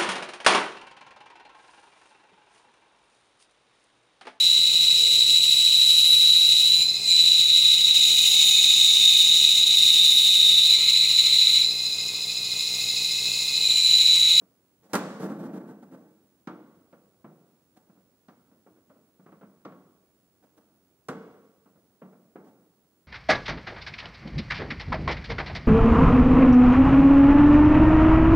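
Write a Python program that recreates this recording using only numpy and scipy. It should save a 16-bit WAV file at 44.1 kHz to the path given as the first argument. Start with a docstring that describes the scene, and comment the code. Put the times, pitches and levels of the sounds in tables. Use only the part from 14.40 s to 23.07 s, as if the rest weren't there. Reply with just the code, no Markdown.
"""A thin aluminium car body sounds as a steel square clashes on it, skids, then rocks and taps.
Each impact launches bending waves, heard as a click, a tinny clang and a hollow knock, and leaves the
shell's modes ringing; an edge strike rings the square too. Stick-slip friction makes the skidding rubs
drum, scrape and rasp. All of it lingers in the shell and in a quiet garage with faint hiss and whines."""
import sys
import numpy as np
from scipy import signal
from scipy.fft import rfft, irfft, next_fast_len
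from scipy.io import wavfile
from scipy.ndimage import uniform_filter1d, map_coordinates

SR = 44100
rng = np.random.default_rng(int(sys.argv[2]) if len(sys.argv) > 2 else 0)


def to_wav(sig):
    """Store sig (one row per channel, or 1-D mono) as 16-bit WAV at the path in sys.argv[1].

    Samples outside -1..1 are clipped; the rate is SR.
    """
    pcm = np.clip(np.atleast_2d(sig), -1, 1) * 32767
    pcm = np.round(pcm).astype(np.int16)
    wavfile.write(sys.argv[1], SR, pcm.T)  # frames by channels


N = 382347
RING_SAMPLES = 2 ** 15

# clearest normal modes of the body shell: (frequency [Hz], relative level [dB], t60 [s])
SHELL_MODES = [(86, -20, 1.3), (126.5, -16, .8), (188, -2, 0.48), (214, -19, 0.71), (260, -18, .8),
               (306, -6.5, 0.36), (332.5, -12.5, 0.68), (450, -12.5, 1.3), (540, -37, 0.57),
               (623, -12.5, 0.66), (747, -5.5, 0.79), (866, -9.5, 0.72), (1107, -9.5, 0.97),
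               (1360, -13.5, 0.38), (1514, -13, 0.57), (1643, -9.5, 0.22)]
# dense high sheet modes behind click and rasp: (frequency [Hz], relative level [dB])
CLICK_SPECTRUM = [(900, -33), (1700, 4.5), (2400, -4.5), (3500, -3.5), (5000, -4.5), (8000, -5),
                  (12000, -11), (16000, -16)]
# left-right likeness of the direct sound: (frequency [Hz], coherence [0-1])
DIRECT_COHERENCE = [(60, .97), (150, .997), (400, .993), (800, .96), (1500, .85), (3000, .5), (12000, .4)]


def amp(db):
    """Decibels to amplitude ratio."""
    return 10 ** (np.asarray(db) / 20)


def along(points, hz):
    """Interpolate (frequency, value) points on a logarithmic frequency axis."""
    freqs, values = np.transpose(points)
    return np.interp(np.log(hz + 1), np.log(freqs + 1), values)


def wobble(rate):
    """Smooth random modulation: a spline through rate knots a second."""
    knots = rng.standard_normal(int(N * rate / SR) + 4)
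    return map_coordinates(knots, [np.arange(N) * rate / SR])


def filtered(x, response):
    """Linear filtering: multiply the spectrum by response(hz)."""
    size = next_fast_len(N + SR // 2)
    hz = np.fft.rfftfreq(size, 1 / SR)
    return irfft(rfft(x, size) * response(hz), size)[..., :N]


def noise(colour_db, coherence, size):
    """Partially coherent stereo noise of rms 1: the mid-side balance sets the coherence."""
    hz = np.fft.rfftfreq(size, 1 / SR)
    angle = np.arccos(np.clip(along(coherence, hz), -1, 1)) / 2
    spectrum = rfft(rng.standard_normal((2, size))) * amp(colour_db(hz))
    mid, side = irfft(spectrum * [np.cos(angle), np.sin(angle)], size)
    stereo = np.array([mid + side, mid - side])
    return stereo / np.sqrt(np.mean(stereo ** 2) + 1e-20)


def fade(t, rise, t60):
    """Damping: a soft onset, then exponential decay by 60 dB in t60 seconds."""
    return (1 - np.exp(-(t / rise) ** 2)) * np.exp(-np.log(1000) * t / t60)


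def add(track, time, sound):
    """Superpose a sound on the track at a time in seconds."""
    start = max(0, round(time * SR))
    part = track[:, start:start + sound.shape[-1]]
    part += sound[..., :part.shape[-1]]


def garage():
    """Ambient noise floor: room tone wavering below 900 Hz, hiss and steady electrical whines."""
    # room tone and microphone hiss: (frequency [Hz], relative level [dB])
    air_spectrum = [(25, -23), (50, -17), (75, -8.5), (130, -4), (300, -3), (800, -16), (1300, -19.5),
                    (2000, -25), (3000, -25.5), (8000, -25), (13000, -27.5), (15000, -26)]
    # their left-right likeness: (frequency [Hz], coherence [0-1])
    air_coherence = [(60, 1), (300, .86), (650, 0.85), (1400, 0.74), (3000, 0)]
    # electrical tones: (frequency [Hz], level [dB])
    whines = [(15703.7, -79.5), (9631, -93.5)]
    t = np.arange(N) / SR
    air = noise(lambda hz: along(air_spectrum, hz), air_coherence, N)
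    low = filtered(air, lambda hz: hz < 900)
    air += low * (amp(0.58 * wobble(8.2)) - 1)
    whine = sum(amp(db) * np.sqrt(2) * np.sin(2 * np.pi * hz * t) for hz, db in whines)
    return amp(-69) * air + whine


def antinode_db(hz, centre_hz, boost_db=6, log_width=.15):
    """Modal coupling: modes with an antinode under the contact are driven harder."""
    return boost_db * np.exp(-(np.log((hz + 1) / centre_hz) / log_width) ** 2)


def dense_modes(colour_db, rise, t60, spread_db, spread_t60, tail_db, tail_t60):
    """Modal overlap gives noise: a local burst, waves spreading in the shell, a duller room tail."""
    # left-right likeness of the reverberant field: (frequency [Hz], coherence [0-1])
    diffuse_coherence = [(60, .95), (150, .993), (300, .99), (650, .972), (1400, .77), (3000, 0),
                         (12000, 0)]
    t = np.arange(RING_SAMPLES) / SR
    early = t[:RING_SAMPLES // 4]
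    envelope = fade(early, rise, t60) + amp(spread_db) * fade(early, rise, spread_t60)
    burst = noise(colour_db, DIRECT_COHERENCE, len(early)) * envelope
    onset_rms = np.sqrt(np.mean(burst[:, early < .03] ** 2))
    absorbed_db = lambda hz: colour_db(hz) - 8 * (hz / 10000) ** 2
    sound = amp(tail_db) * noise(absorbed_db, diffuse_coherence, RING_SAMPLES) * fade(t, .018, tail_t60)
    add(sound, 0, burst / onset_rms)
    return sound


def ring(modes, drive_db):
    """Free vibration: damped sinusoids driven by drive_db(hz), in new proportions at each blow."""
    t = np.arange(RING_SAMPLES) / SR
    hz, db, t60 = np.transpose(modes)[:, :, None]
    level_db = db + drive_db(hz) + 2 * rng.standard_normal(hz.shape)
    phase = 2 * np.pi * rng.random(hz.shape)
    return np.sum(amp(level_db) * np.sin(2 * np.pi * hz * t + phase) * fade(t, .002, t60), axis=0)


def contact_click(strength_db, hardness, landing_s):
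    """Contact time limits bandwidth: a harder or stronger blow is briefer and reaches higher."""
    crisp_db = -34  # this strength doubles the cutoff
    cutoff_hz = 2300 * 2 ** (2.8 * hardness ** 2) * (1 + amp(strength_db - crisp_db) ** 2)
    colour_db = lambda hz: along(CLICK_SPECTRUM, hz) - 10 * np.log10(1 + (hz / cutoff_hz) ** 6)
    return dense_modes(colour_db, rise=.66 * landing_s, t60=.035,
                       spread_db=-6, spread_t60=.17, tail_db=-12, tail_t60=1)


def impacts():
    """Bending-wave dispersion: knock and clang build up after the click; shell and square ring on."""
    # the square lands, from flat face (hardness 0) to sharp corner (1):
    # (time [s], strength [dB], hardness [0-1], pitch of the struck spot [Hz])
    contacts = [ (0.010, -63, 0.07, 259), (0.532, -31, 0.96, 530), (0.541, -34.5, 1, 613),
                (0.551, -30, 0.99, 200), (1.088, -48.5, 0, 625), (2.071, -39, 0.54, 310),
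                (2.525, -56, 0.51, 520), (2.842, -47, 0.16, 151), (3.492, -60.5, 0, 187.4),
                (3.563, -66, 0, 180), (3.882, -54.5, 0.68, 240), (4.108, -63.5, 0, 240),
                (4.261, -58, .28, 325), (4.359, -65.5, 0, 370), (4.494, -60, 0.5, 592),
                (4.554, -63.5, 0, 257), (4.791, -59.5, 0, 178), (4.858, -55, .4, 177),
                (4.882, -56.5, 0.2, 174), (4.918, -55, 0.44, 206), (5.009, -56.5, 0.53, 202),
                (5.024, -53, .3, 188), (5.249, -44.5, 0.58, 1120), (5.319, -56, 0.52, 175),
                (6.684, -34.5, 0.66, 470), (7.254, -60.5, 0.3, 176.3), (7.352, -63.5, 0, 175),
                (7.616, -48, 0.16, 177), (7.648, -56, 0.03, 184), (7.724, -56, 0, 191),
                (7.955, -46.5, 0.25, 402)]
    # dense low sheet modes: (frequency [Hz], relative level [dB])
    knock_spectrum = [(30, -70.5), (70, -44), (110, -19.5), (155, -2.5), (200, 0), (300, -3), (400, -6.5),
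                      (520, -6.5), (700, -12.5), (1100, -41), (2000, -91.5)]
    # dense middle sheet modes: (frequency [Hz], relative level [dB])
    clang_spectrum = [(250, -40), (480, -22), (630, -4), (900, -2), (1400, -3), (1700, -13.5),
                      (2100, -16.5), (2800, -24.5), (4500, -39), (9000, -74)]
    # the tinny note rises with hardness: (hardness [0-1], frequency [Hz])
    clang_pitch = [(0, 620), (.25, 820), (.5, 1380), (1, 1556)]
    knock_lag_s, clang_lag_s = .0014, .0025
    firm_db, edge_hardness = -48, .42
    track = np.zeros((2, N))
    for time, strength_db, hardness, spot_hz in contacts:
        clang_db = strength_db - 10 + 9.5 * hardness
        click_db = strength_db - 35.5 + 30 * hardness
        landing_s = .002 * 2 ** (max(firm_db - strength_db, 0) / 9)  # weak blows land more slowly
        clang_hz = np.interp(hardness, *np.transpose(clang_pitch))
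        spot_db = lambda hz: antinode_db(hz, spot_hz) + antinode_db(hz, clang_hz, boost_db=2)
        knock = dense_modes(lambda hz: along(knock_spectrum, hz) + spot_db(hz), landing_s + knock_lag_s,
                            t60=.06, spread_db=-10, spread_t60=.25, tail_db=-4.5, tail_t60=.99)
        clang = dense_modes(lambda hz: along(clang_spectrum, hz) + spot_db(hz), landing_s + clang_lag_s,
                            t60=.05, spread_db=-10.5, spread_t60=.25, tail_db=-10, tail_t60=1)
        click = contact_click(strength_db, hardness, landing_s)
        shell = ring(SHELL_MODES, lambda hz: along([(450, strength_db), (700, clang_db)], hz) + spot_db(hz))
        add(track, time, amp(strength_db) * knock + amp(clang_db) * clang + amp(click_db) * click)
        add(track, time, amp(-7.5) * shell)
        if hardness > edge_hardness:
            add(track, time, square_ring(click_db))
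    return track


def rub_envelope(offset_db, bite_db, tail_db, tail_t60):
    """Incoherent sounds add in power: one layer's gain over all strokes and their reverberant tails."""
    # the edge skids over the panel: (time [s], duration [s], pressure [dB], bite of the edge [0-1])
    strokes = [ (0.422, 0.05, -65.5, 1), (0.488, .05, -59.5, 1), (0.791, 0.059, -36.5, 0.62),
               (0.827, 0.039, -32.5, 0.4), (0.888, .035, -35.5, 0.3), (0.982, 0.09, -39, 0.4),
               (1.125, 0.057, -38, 0.34), (1.27, 0.049, -46, 0.44), (1.417, 0.02, -47.5, 0.5),
               (1.506, 0.047, -46.5, 0.44), (3.36, 0.017, -59, 0.99), (6.02, 0.027, -63.5, 0.83),
               (6.165, 0.022, -59.5, 0.91), (8.035, .06, -60, 0.7)]
    attack_s, release_s = .0088, .0067
    t = np.arange(RING_SAMPLES) / SR
    power = np.zeros((1, N))
    for time, duration, pressure_db, bite in strokes:
        attack = 1 - np.exp(-(t / attack_s) ** 2)
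        release = np.exp(-np.maximum(t - duration, 0) / release_s)
        add(power, time, (amp(pressure_db + offset_db + bite_db * bite) * attack * release) ** 2)
    decay = fade(t, attack_s, tail_t60) ** 2
    tail_power = np.abs(signal.fftconvolve(power[0], decay / decay.sum())[:N])
    return np.sqrt(power[0] + amp(tail_db) ** 2 * tail_power)


def resonance_db(hz, lift_db=7, half_width_hz=11):
    """Resonance: friction noise is lifted near each mode of the shell."""
    return lift_db * sum(1 / (1 + ((hz - mode_hz) / half_width_hz) ** 2) for mode_hz, _, _ in SHELL_MODES)


def rubs():
    """Stick-slip friction: the sheet drums, and the more the edge bites, the more it scrapes and rasps."""
    # the sheet drumming under the sliding edge: (frequency [Hz], relative level [dB])
    drum_spectrum = [(60, -65.5), (120, -19), (160, -0.5), (190, -1), (235, -3.5), (275, -3), (315, -3),
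                     (370, -7), (450, -7), (620, -18), (1100, -48.5)]
    # the biting edge's scrape: (frequency [Hz], relative level [dB])
    scrape_spectrum = [(40, -59), (100, -32), (170, -21), (300, -18), (450, -3.5), (650, -2.5), (950, -6.5),
                       (1500, -11.5), (2200, -25.5), (4000, -38), (9000, -54)]
    drum = noise(lambda hz: along(drum_spectrum, hz) + resonance_db(hz), DIRECT_COHERENCE, N)
    running_rms = np.sqrt(np.abs(uniform_filter1d(drum[0] ** 2, size=SR // 25)))
    drum /= running_rms  # pressure alone sets its strength
    drum *= rub_envelope(offset_db=0, bite_db=0, tail_db=-2, tail_t60=1)
    scrape = noise(lambda hz: along(scrape_spectrum, hz) + resonance_db(hz), DIRECT_COHERENCE, N)
    scrape *= rub_envelope(offset_db=-15.5, bite_db=15.5, tail_db=-2, tail_t60=.85)
    rasp = noise(lambda hz: along(CLICK_SPECTRUM, hz), DIRECT_COHERENCE, N)  # countless tiny clicks
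    rasp *= rub_envelope(offset_db=-36.5, bite_db=28.5, tail_db=-8.5, tail_t60=.6)
    catch_and_slip = amp(1.17 * wobble(rate=80))
    return drum + catch_and_slip * (scrape + rasp)


def square_ring(click_db, grip_limit_db=-64.5):
    """Normal modes of the square, struck on its edge; the gloved grip limits their amplitude."""
    # modes of the steel: (frequency [Hz], relative level [dB], t60 [s])
    steel_modes = [(2180, -2.5, 0.76), (2740, -22.5, .7), (2880, -8, 0.96), (3170, -8.5, .7),
                   (3410, -7, 0.95), (3600, -15.5, 1), (4400, -18, 0.9), (4666, -22, 0.97)]
    return ring(steel_modes, lambda hz: min(click_db - 12, grip_limit_db))


def scene():
    """Radiation efficiency falls in the deep bass; the panel's sound reaches the right microphone first."""
    lead_s, corner_hz = 7.5e-5, 110
    radiation = lambda hz: (hz ** 2 / (corner_hz ** 2 - hz ** 2 + 1.25j * corner_hz * hz)) ** 2
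    delay = lambda hz: np.exp(1j * np.pi * hz * lead_s * np.array([[-1], [1]]))
    panel = filtered(impacts() + rubs(), lambda hz: radiation(hz) * delay(hz))
    return panel + garage()


def record(dry):
    """Frequency response: two band-limited microphones that differ mainly in the treble."""
    # microphone imbalance: (frequency [Hz], left minus right [dB])
    imbalance = [(100, -.8), (400, -.4), (1300, .8), (2400, -3.5), (4400, -.5), (8000, -2.5), (11000, -6),
                 (15000, -10)]
    top_hz = 15820
    split = np.array([[.5], [-.5]])
    return filtered(dry, lambda hz: amp(along(imbalance, hz) * split) * (hz < top_hz))


dry = scene()
out = record(dry)
to_wav(out)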